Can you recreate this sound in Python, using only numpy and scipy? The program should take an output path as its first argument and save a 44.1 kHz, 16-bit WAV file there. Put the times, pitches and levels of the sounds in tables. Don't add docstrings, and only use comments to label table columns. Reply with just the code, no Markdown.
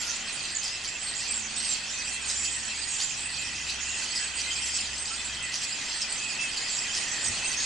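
import sys
import numpy as np
from scipy import signal
from scipy.fft import rfft, irfft, next_fast_len
from scipy.io import wavfile

SR = 44100
rng = np.random.default_rng(int(sys.argv[2]) if len(sys.argv) > 2 else 0)


def log_audio(samples):
    frames = np.atleast_2d(samples).T
    limited = np.clip(frames, -1, 1)
    pcm = np.round(limited * 32767).astype(np.int16)
    wavfile.write(sys.argv[1], SR, pcm)


N = 337365
CALL_T = np.arange(SR // 4) / SR
HIGH_HZ = 5430


def whistlers():
    # t/s, length/s, f/Hz, glide/Hz, level/dB, buzz/0-1
    whistles = [ (0, 0.096, 11150, 98, -46, 0.3), (0, 0.038, 7350, -300, -35.5, 0.1),
                (0.074, 0.053, 6270, 0, -35, 0.83), (0.917, 0.063, 7300, -500, -43, 0.27),
                (1.022, 0.09, 8250, 120, -36, 0.03), (1.153, 0.063, 7660, 700, -36.5, 0.8),
                (1.276, 0.055, 7830, 1102, -35.5, 0.4), (1.383, 0.099, 6450, -1100, -38.5, 0.8),
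                (1.56, 0.048, 8140, 150, -32, 0.17), (1.622, 0.072, 8500, 202, -34, 0.04),
                (1.688, 0.056, 7500, -400, -30, 0.16), (1.903, 0.057, 7230, 400, -38, 0.3),
                (2.084, .073, 8130, 400, -38, 0.73), (2.255, 0.1, 8230, -1100, -35.5, 0.5),
                (2.348, 0.15, 7220, -150, -32.5, 0.3), (2.395, 0.088, 7840, 0, -37, 0.04),
                (2.506, 0.069, 7780, 200, -34.5, 0.4), (2.764, 0.099, 8150, 302, -39, .2),
                (2.876, 0.089, 6730, -100, -37, 0.02), (2.9, 0.08, 8420, -80, -39.5, 0),
                (2.92, 0.09, 7270, -600, -37, 0.06), (3.02, 0.032, 7350, 300, -30.5, 0.57),
                (3.077, .075, 6550, 0, -39.5, 0.6), (3.16, .125, 8070, 200, -38, 0.48),
                (3.825, 0.18, 7030, -600, -38.5, 0.75), (4.094, 0.19, 7930, -100, -38, 0.16),
                (4.353, 0.033, 8130, -100, -35, 0.2), (4.514, 0.036, 6600, 0, -37, 0.34),
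                (4.67, 0.03, 7450, 200, -36, 0.5), (4.734, 0.047, 7680, 400, -34, 0.83),
                (4.981, 0.059, 8330, -100, -35.5, 0.25), (5.107, 0.072, 8300, 0, -40, 0.2),
                (5.247, 0.026, 7950, 340, -35, 0.8), (5.424, 0.032, 8000, -300, -36.5, 0.4),
                (5.947, 0.089, 8160, -100, -40, 0.02), (6.098, 0.016, 8070, 0, -34.5, 0.63),
                (6.679, 0.17, 7580, -150, -35, 0.49), (6.735, 0.045, 6700, 100, -40, 0),
                (6.958, 0.077, 8700, 100, -40.5, 0.03), (7.07, .05, 5830, -50, -41, .05),
                (7.113, 0.035, 7580, -900, -34, .1), (7.229, 0.063, 8260, 250, -30, 0.3),
                (7.239, 0.052, 6470, -1400, -33.5, 0.45), (7.309, 0.095, 8100, -200, -42, 0.43),
                (7.444, .048, 8320, -250, -33, .25), (7.56, .2, 6600, 2, -33, 0.14),
                (1.275, 0.052, 2390, -80, -44.5, 0.1), (1.96, 0.071, 2550, 56, -40, .03),
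                (2.059, 0.14, 2700, -58, -42, 0), (0.018, .13, 1409, 0, -48.5, .3),
                (.61, 0.193, 2690, 1, -46, 0.13), (2.224, 0.046, 1576, -120, -45, .1),
                (5.178, 0.041, 3500, 2, -42.5, 0.2), (0.936, 0.038, 2660, 60, -39.5, 0.24),
                (2.671, 0.069, 2656, 42, -40.5, 0.2), (3.321, 0.29, 2590, -8, -44, 0.28),
                (3.86, .11, 2780, 101, -39.5, 0.38), (7.042, 0.27, 1890, 96, -43, 0.66),
                (4.192, 0.075, 1665, -110, -44.5, 0.34), (4.465, 0.041, 2070, -32, -38, 0),
                (4.501, 0.026, 3145, -2, -31, 0.03), (4.799, 0.018, 2610, -100, -37, .1),
                (5.104, 0.054, 1360, 90, -43.5, .02), (6.172, 0.15, 2563, -100, -37.5, 0.24),
                (6.38, .11, 2630, -92, -31.5, .02), (7.419, 0.051, 2627, 150, -31.5, 0.08)]
    out = np.zeros((2, N))
    for s, length, hz, glide_hz, db, buzz in whistles:
        ends_hz = hz * (1 - 0.1406 * length)
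        call = note(length, ends_hz - glide_hz / 2, hz, ends_hz + glide_hz / 2, buzz)
        high = hz > HIGH_HZ
        if high:
            call = call + amp(-15) * note(length, *hz * rng.uniform(0.73, 1.0, size=3), buzz)
        add(out, s, amp(db) * call, right_db=(5.5 if high else 1) + rng.normal())
    return out


def note(length, first_hz, middle_hz, last_hz, buzz):
    t = CALL_T[:int(length * SR)]
    n, progress = len(t), t / length
    bulge_hz = middle_hz - (first_hz + last_hz) / 2
    arch = first_hz + (last_hz - first_hz) * progress + bulge_hz * 4 * progress * (1 - progress)
    trill = sine(rng.uniform(67.9, 151.5) * np.exp(0.352 * wobble(60.2, n)))
    shake = buzz * (0.0777 * wobble(748.7, n) + 0.047 * trill)
    pitch = arch * (1 + shake + 0.00784 * wobble(67.2, n))
    pulses = amp(np.sqrt(buzz) * (1.8 * trill + 3.6 * wobble(402, n)))
    flutter = amp(2 * wobble(127, n))
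    return unit(swell(t, length, edge=0.12) * pulses * flutter * sine(pitch))


def squabblers():
    # t/s, length/s, voice f/Hz, hiss width/Hz, hiss level/dB, voice level/dB
    rasps = [ (0, 0.18, 5270, 2240, -38, -43), (0.455, .08, 4850, 1200, -43.5, -44),
             (0.616, 0.092, 4930, 2790, -34.5, -36.5), (.83, 0.045, 4560, 2930, -37, -38.5),
             (1.051, 0.055, 4400, 1900, -40, -37), (1.173, .11, 4530, 2000, -35.5, -43),
             (1.548, 0.28, 4620, 1840, -36.5, -42), (2.275, 0.072, 4970, 2400, -29, -40),
             (2.427, 0.052, 4550, 3180, -36.5, -39), (2.984, 0.065, 4630, 2600, -31.5, -34),
             (3.414, 0.014, 4760, 4200, -37.5, -40), (3.669, 0.067, 4300, 2370, -35.5, -36),
             (3.984, 0.091, 4500, 2880, -36.5, -49), (4.144, 0.047, 4920, 3800, -39.5, -30),
             (4.382, 0.038, 4660, 2500, -32, -36), (4.651, 0.042, 5600, 3900, -30.5, -41),
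             (4.74, 0.062, 4920, 2000, -33, -37), (5.064, .043, 5140, 1390, -52, -38.5),
             (5.513, 0.08, 5900, 2300, -32, -42), (5.61, .053, 4740, 2510, -31.5, -39.5),
             (5.864, 0.14, 4430, 1200, -40, -41), (6.003, 0.042, 5150, 2400, -34, -30),
             (6.322, 0.021, 5200, 4000, -44.5, -48), (6.561, 0.032, 4580, 2900, -37, -31.5),
             (6.643, 0.1, 4730, 900, -59, -38), (6.935, 0.061, 5160, 2400, -29, -35),
             (7.485, 0.07, 5030, 3200, -32.5, -47), (7.561, 0.19, 4840, 1790, -31, -49)]
    out, n = np.zeros((2, N)), len(CALL_T)
    for s, length, hz, width, hiss_db, voice_db in rasps:
        centre = 4220 + width / 2
        chop_hz = 150 * np.exp(0.35 * wobble(50, n))
        chop = amp(5 * sine(chop_hz))
        hiss = 0
        for band_hz in (centre - width / 4, centre + width / 4):
            sputter = chop * amp(4.5 * wobble(110, n)) * rng.standard_normal(n)
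            hiss += filtered(sputter, lambda f: 1 / (1 + (abs(f - band_hz) / (0.67 * width)) ** 2.15))
        right_db = 1.5 + rng.normal()
        add(out, s, amp(hiss_db) * unit(hiss) * swell(CALL_T, length, edge=0.45), right_db)
        voice = creak(0.87 * length, hz, glide_hz=300 * rng.normal())
        add(out, s + 0.2 * length, amp(voice_db) * voice, right_db)
    return out


def creak(length, hz, glide_hz):
    pulse_hz, ring_s, fade_db = 294, 0.0013, 6.5
    t = CALL_T[:int(length * SR)]
    rate = pulse_hz * np.exp(0.27 * wobble(200, len(t)))
    pulse = np.cumsum(rate / SR).astype(int)
    age = t - t[np.searchsorted(pulse, pulse)]
    strength, detune = rng.standard_normal((2, 256))[:, pulse % 256]
    pitch = (hz + glide_hz * (t / length - 0.5)) * (1 + 0.037 * detune)
    ring = age * np.exp(-2 * age / ring_s) * np.sin(2 * np.pi * pitch * age)
    return unit(swell(t, length, edge=0.29) * amp(2 * strength - fade_db * t / length) * ring)


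def pips():
    # middle t/s, length/s, f/Hz, level/dB
    singles = [ (.553, 0.0049, 6900, -28), (.564, .0054, 7170, -29), (.5705, 0.0056, 7000, -25),
               (.643, .0053, 7630, -30), (1.3125, .005, 8100, -26), (1.3215, 0.0094, 8230, -27),
               (1.575, .012, 3680, -36), (1.603, 0.0032, 4260, -31), (2.301, 0.0059, 4940, -31),
               (2.449, .0061, 7240, -32), (4.247, .012, 8240, -33), (4.416, .014, 5920, -33),
               (4.79, .008, 3000, -33), (4.81, 0.011, 8700, -35.5), (4.813, .01, 4960, -31),
               (5.729, .013, 4930, -32), (6.127, 0.0097, 8230, -29.5), (6.791, .007, 5080, -29)]
    # t/s, f/Hz, level/dB, length/s
    trills = [(0.696, 5100, -35.5, .065), (0.879, 7350, -32, .025), (1.343, 7480, -28, .043)]
    pip_s, spacing_s, rise_share = 0.0049, 0.009, 0.062
    runs = [(s + delay, pip_s, hz, db)
            for s, hz, db, length in trills for delay in np.arange(0, length, spacing_s)]
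    out = np.zeros((2, N))
    for s, length, hz, db in singles + runs:
        t = CALL_T[:int(length * SR)]
        extra_db, detune, sweep = rng.standard_normal(3)
        pitch = hz * (1 + 0.0068 * detune + rise_share * (1 + sweep) * (t / length - 0.5))
        pip = unit(swell(t, length, edge=0.25) * sine(pitch))
        add(out, s - length / 2, amp(db + extra_db) * pip, right_db=5 if hz > HIGH_HZ else 2)
    return out


def bill_clicks(run_count):
    out, t = np.zeros((2, N)), CALL_T[:SR // 100]
    for when, height, distance in rng.random((run_count, 3)):
        snap = amp(-60 * t / 0.004) * (1 - np.exp(-t / 0.0001))
        click = snap * np.sin(2 * np.pi * (3800 + 4200 * height) * t)
        for delay in np.cumsum(rng.uniform(0.01, 0.05, rng.integers(1, 5))):
            add(out, when * N / SR + delay, amp(-19.5 - 8 * distance) * click, right_db=3)
    return out


def flock():
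    # t/s, far level/dB, hedge level/dB
    loudness = [(0.0, -36.5, -39), (0.94, -39, -42.5), (1.64, -37.5, -38.5), (3.88, -36, -39),
                (4.67, -34.5, -36), (5.03, -39.5, -38), (5.47, -34.5, -41.5), (5.65, -36, -38.5),
                (7.65, -35, -36.5)]
    # f/Hz, level/dB
    far_colour = [(700, -43), (1400, -9), (1700, -11.5), (2000, -1.5), (2250, -17.5), (2450, -1), (2630, 0),
                  (2850, -10), (3120, -1.5), (3500, -11.5), (4200, -22), (6000, -36)]
    # f/Hz, level/dB
    hedge_colour = [(2500, -45), (3500, -10.5), (4450, 0.5), (4950, 0), (5500, -4.5), (6500, -5),
                    (7400, -1), (8200, -3), (8800, -2), (9800, -19), (11000, -28.5), (14000, -46)]
    # t/s, level/dB
    scolding = [(0, 0.5), (2.4, -0.5), (2.8, -1.5), (3.5, -1), (3.9, -0.5), (5.8, -2), (6.2, -2), (7.1, -1),
                (7.65, -1)]
    # middle t/s, half length/s
    lulls = [(0.238, 0.027), (1.446, 0.084), (0.95, 0.033), (1.796, 0.036), (2.195, 0.022), (3.243, .05),
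             (3.784, 0.02), (4.33, 0.057), (4.905, 0.03), (5.014, 0.025), (5.415, 0.038), (6.075, 0.02),
             (6.38, 0.02)]
    far_db, hedge_db = curves(loudness)

    murmur = crowd(1500, 3700, length=0.035, glide=0.0449, buzz=0.75, count=850)
    piping = crowd(2580, 2690, length=0.13, glide=0.0121, buzz=0.09, count=150)
    glides = crowd(1750, 3500, length=0.06, glide=0.05, buzz=0.1, count=55)
    far = coloured(murmur + 2.4 * wide_noise(side_db=-9.5), far_colour) + amp(-13) * piping
    far = (amp(far_db - 3) * far + amp(-52.5) * glides) * panned(1)

    chatter = crowd(3600, 5700, length=0.03, glide=0.04, buzz=0.95, count=480)
    twitter = crowd(5700, 8200, length=0.03, glide=0.035, buzz=0.2, count=480)
    faint_whistles = crowd(6200, 8300, length=0.035, glide=0.03, buzz=0.12, count=90)
    hedge = coloured(chatter + twitter + 1.3 * wide_noise(side_db=-7), hedge_colour)
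    hedge = amp(hedge_db + 2.06) * hedge * panned(3.6)
    scold = filtered(hedge, lambda hz: hz < HIGH_HZ)
    hedge = hedge - scold + amp(*curves(scolding)) * scold
    hedge += amp(-48) * faint_whistles * panned(9.1)
    lull_db = -6 * sum(np.exp(-((np.arange(N) / SR - s) / half) ** 2) for s, half in lulls)
    return far + amp(lull_db) * hedge


def crowd(low_hz, high_hz, length, glide, buzz, count):
    out = np.zeros((2, N))
    for k, (when, height, rough, stretch, distance) in enumerate(rng.random((count, 5))):
        pitches = (low_hz + height * (high_hz - low_hz)) * np.exp(glide * rng.standard_normal(3))
        call = note(length * (0.5 + stretch), *pitches, buzz * (0.5 + rough))
        s = (k + when) / count * N / SR - length / 2
        add(out, s, amp(-5 * distance) * call, right_db=rng.normal(0, 6))
    return unit(out)


def scatter(calls):
    # f/Hz, time to fade by 60 dB/s
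    fade_times = [(500, 0.024), (2500, 0.14), (8000, 0.41), (14000, 0.16)]
    hz, t, bands = signal.stft(rng.standard_normal((2, SR // 2)), SR, nperseg=256)
    fade = amp(-60 * t / along(fade_times, hz)[:, None])
    tail = signal.istft(bands * fade, SR, nperseg=256)[1]
    tail = np.pad(tail, ((0, 0), (SR // 200, 0)))
    return signal.fftconvolve(calls, tail / np.linalg.norm(tail[0]), axes=1)[:, :N]


def outdoor_air():
    # t/s, level/dB
    breeze = [(0, -39.5), (2.2, -41), (5.5, -40.5), (7.3, -37)]
    # f/Hz, level/dB
    colour = [(35, -1), (100, -10), (160, -7), (230, 0), (480, -6), (850, -1), (1300, -3), (2500, 1.5),
              (6000, -4), (10000, -23.5), (13000, -52)]
    mid, side = rng.standard_normal((2, N))
    side = filtered(side, lambda hz: 0.38 * hz ** 2 / (hz ** 2 + 300 ** 2))
    rush = coloured(np.array([mid + side, mid - side]), colour)
    return amp(curves(breeze)[0] + wobble(11)) * rush * panned(-0.76)


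def distant_motor():
    # f/Hz, level/dB
    tones = [(65, -58), (133.6, -65.5), (223, -64)]
    return sum(amp(db + 4.2 * wobble(4.9)) * np.sqrt(2) * sine(hz * (1 + 0.0248 * wobble(12)))
               for hz, db in tones)


def wind_puffs():
    # t/s, level/dB
    puffs = [(0, -60.5), (3.1, -58), (3.55, -52.5), (3.85, -58.5), (7.18, -60), (7.3, -42.5), (7.42, -59)]
    # f/Hz, level/dB
    colour = [(15, -28), (40, -3), (110, 3), (220, -5.5), (600, -39), (2000, -100)]
    return amp(curves(puffs)[0]) * coloured(wide_noise(side_db=-53), colour)


def amp(db):
    return 10 ** (np.asarray(db) / 20)


def unit(x):
    return x / np.sqrt(np.mean(x ** 2) + 1e-20)


def sine(hz):
    return np.sin(2 * np.pi * np.cumsum(hz) / SR)


def swell(t, length, edge):
    return np.sin(np.pi / 2 * np.clip(np.minimum(t, length - t) / (edge * length), 0, 1))


def wobble(rate, size=N):
    points = rng.standard_normal(256)
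    return np.interp(np.arange(size) * rate / SR, np.arange(len(points)), points)


def along(points, hz):
    f, values = np.transpose(points)
    return np.interp(np.log(hz + 1), np.log(f + 1), values)


def curves(rows):
    s, *columns = np.transpose(rows)
    return [np.interp(np.arange(N) / SR, s, column) for column in columns]


def filtered(x, response):
    size = next_fast_len(x.shape[-1] + 4096)
    return irfft(rfft(x, size) * response(np.fft.rfftfreq(size, 1 / SR)), size)[..., :x.shape[-1]]


def coloured(x, colour):
    return unit(filtered(x, lambda hz: amp(along(colour, hz))))


def wide_noise(side_db):
    mid, side = rng.standard_normal((2, N))
    return unit(np.array([mid + amp(side_db) * side, mid - amp(side_db) * side]))


def panned(right_db):
    return amp([[-right_db / 2], [right_db / 2]])


def add(out, s, call, right_db):
    start = int(np.clip(s * SR, 0, N - 1))
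    out[:, start:start + len(call)] += panned(right_db) * call[:N - start]


def scene():
    near = whistlers() + squabblers() + pips() + bill_clicks(run_count=32)
    birds = amp(-1.16) * near + flock()
    return birds + amp(-7) * scatter(birds) + outdoor_air() + distant_motor() + wind_puffs()


def record(dry):
    treble = [(8700, -0.5), (9800, 6.0), (11000, -8.0), (14000, -11.0)]  # f/Hz, level/dB
    top_hz = 14400
    return filtered(dry, lambda hz: amp(along(treble, hz)) * (hz < top_hz))


dry = scene()
out = record(dry)
log_audio(out)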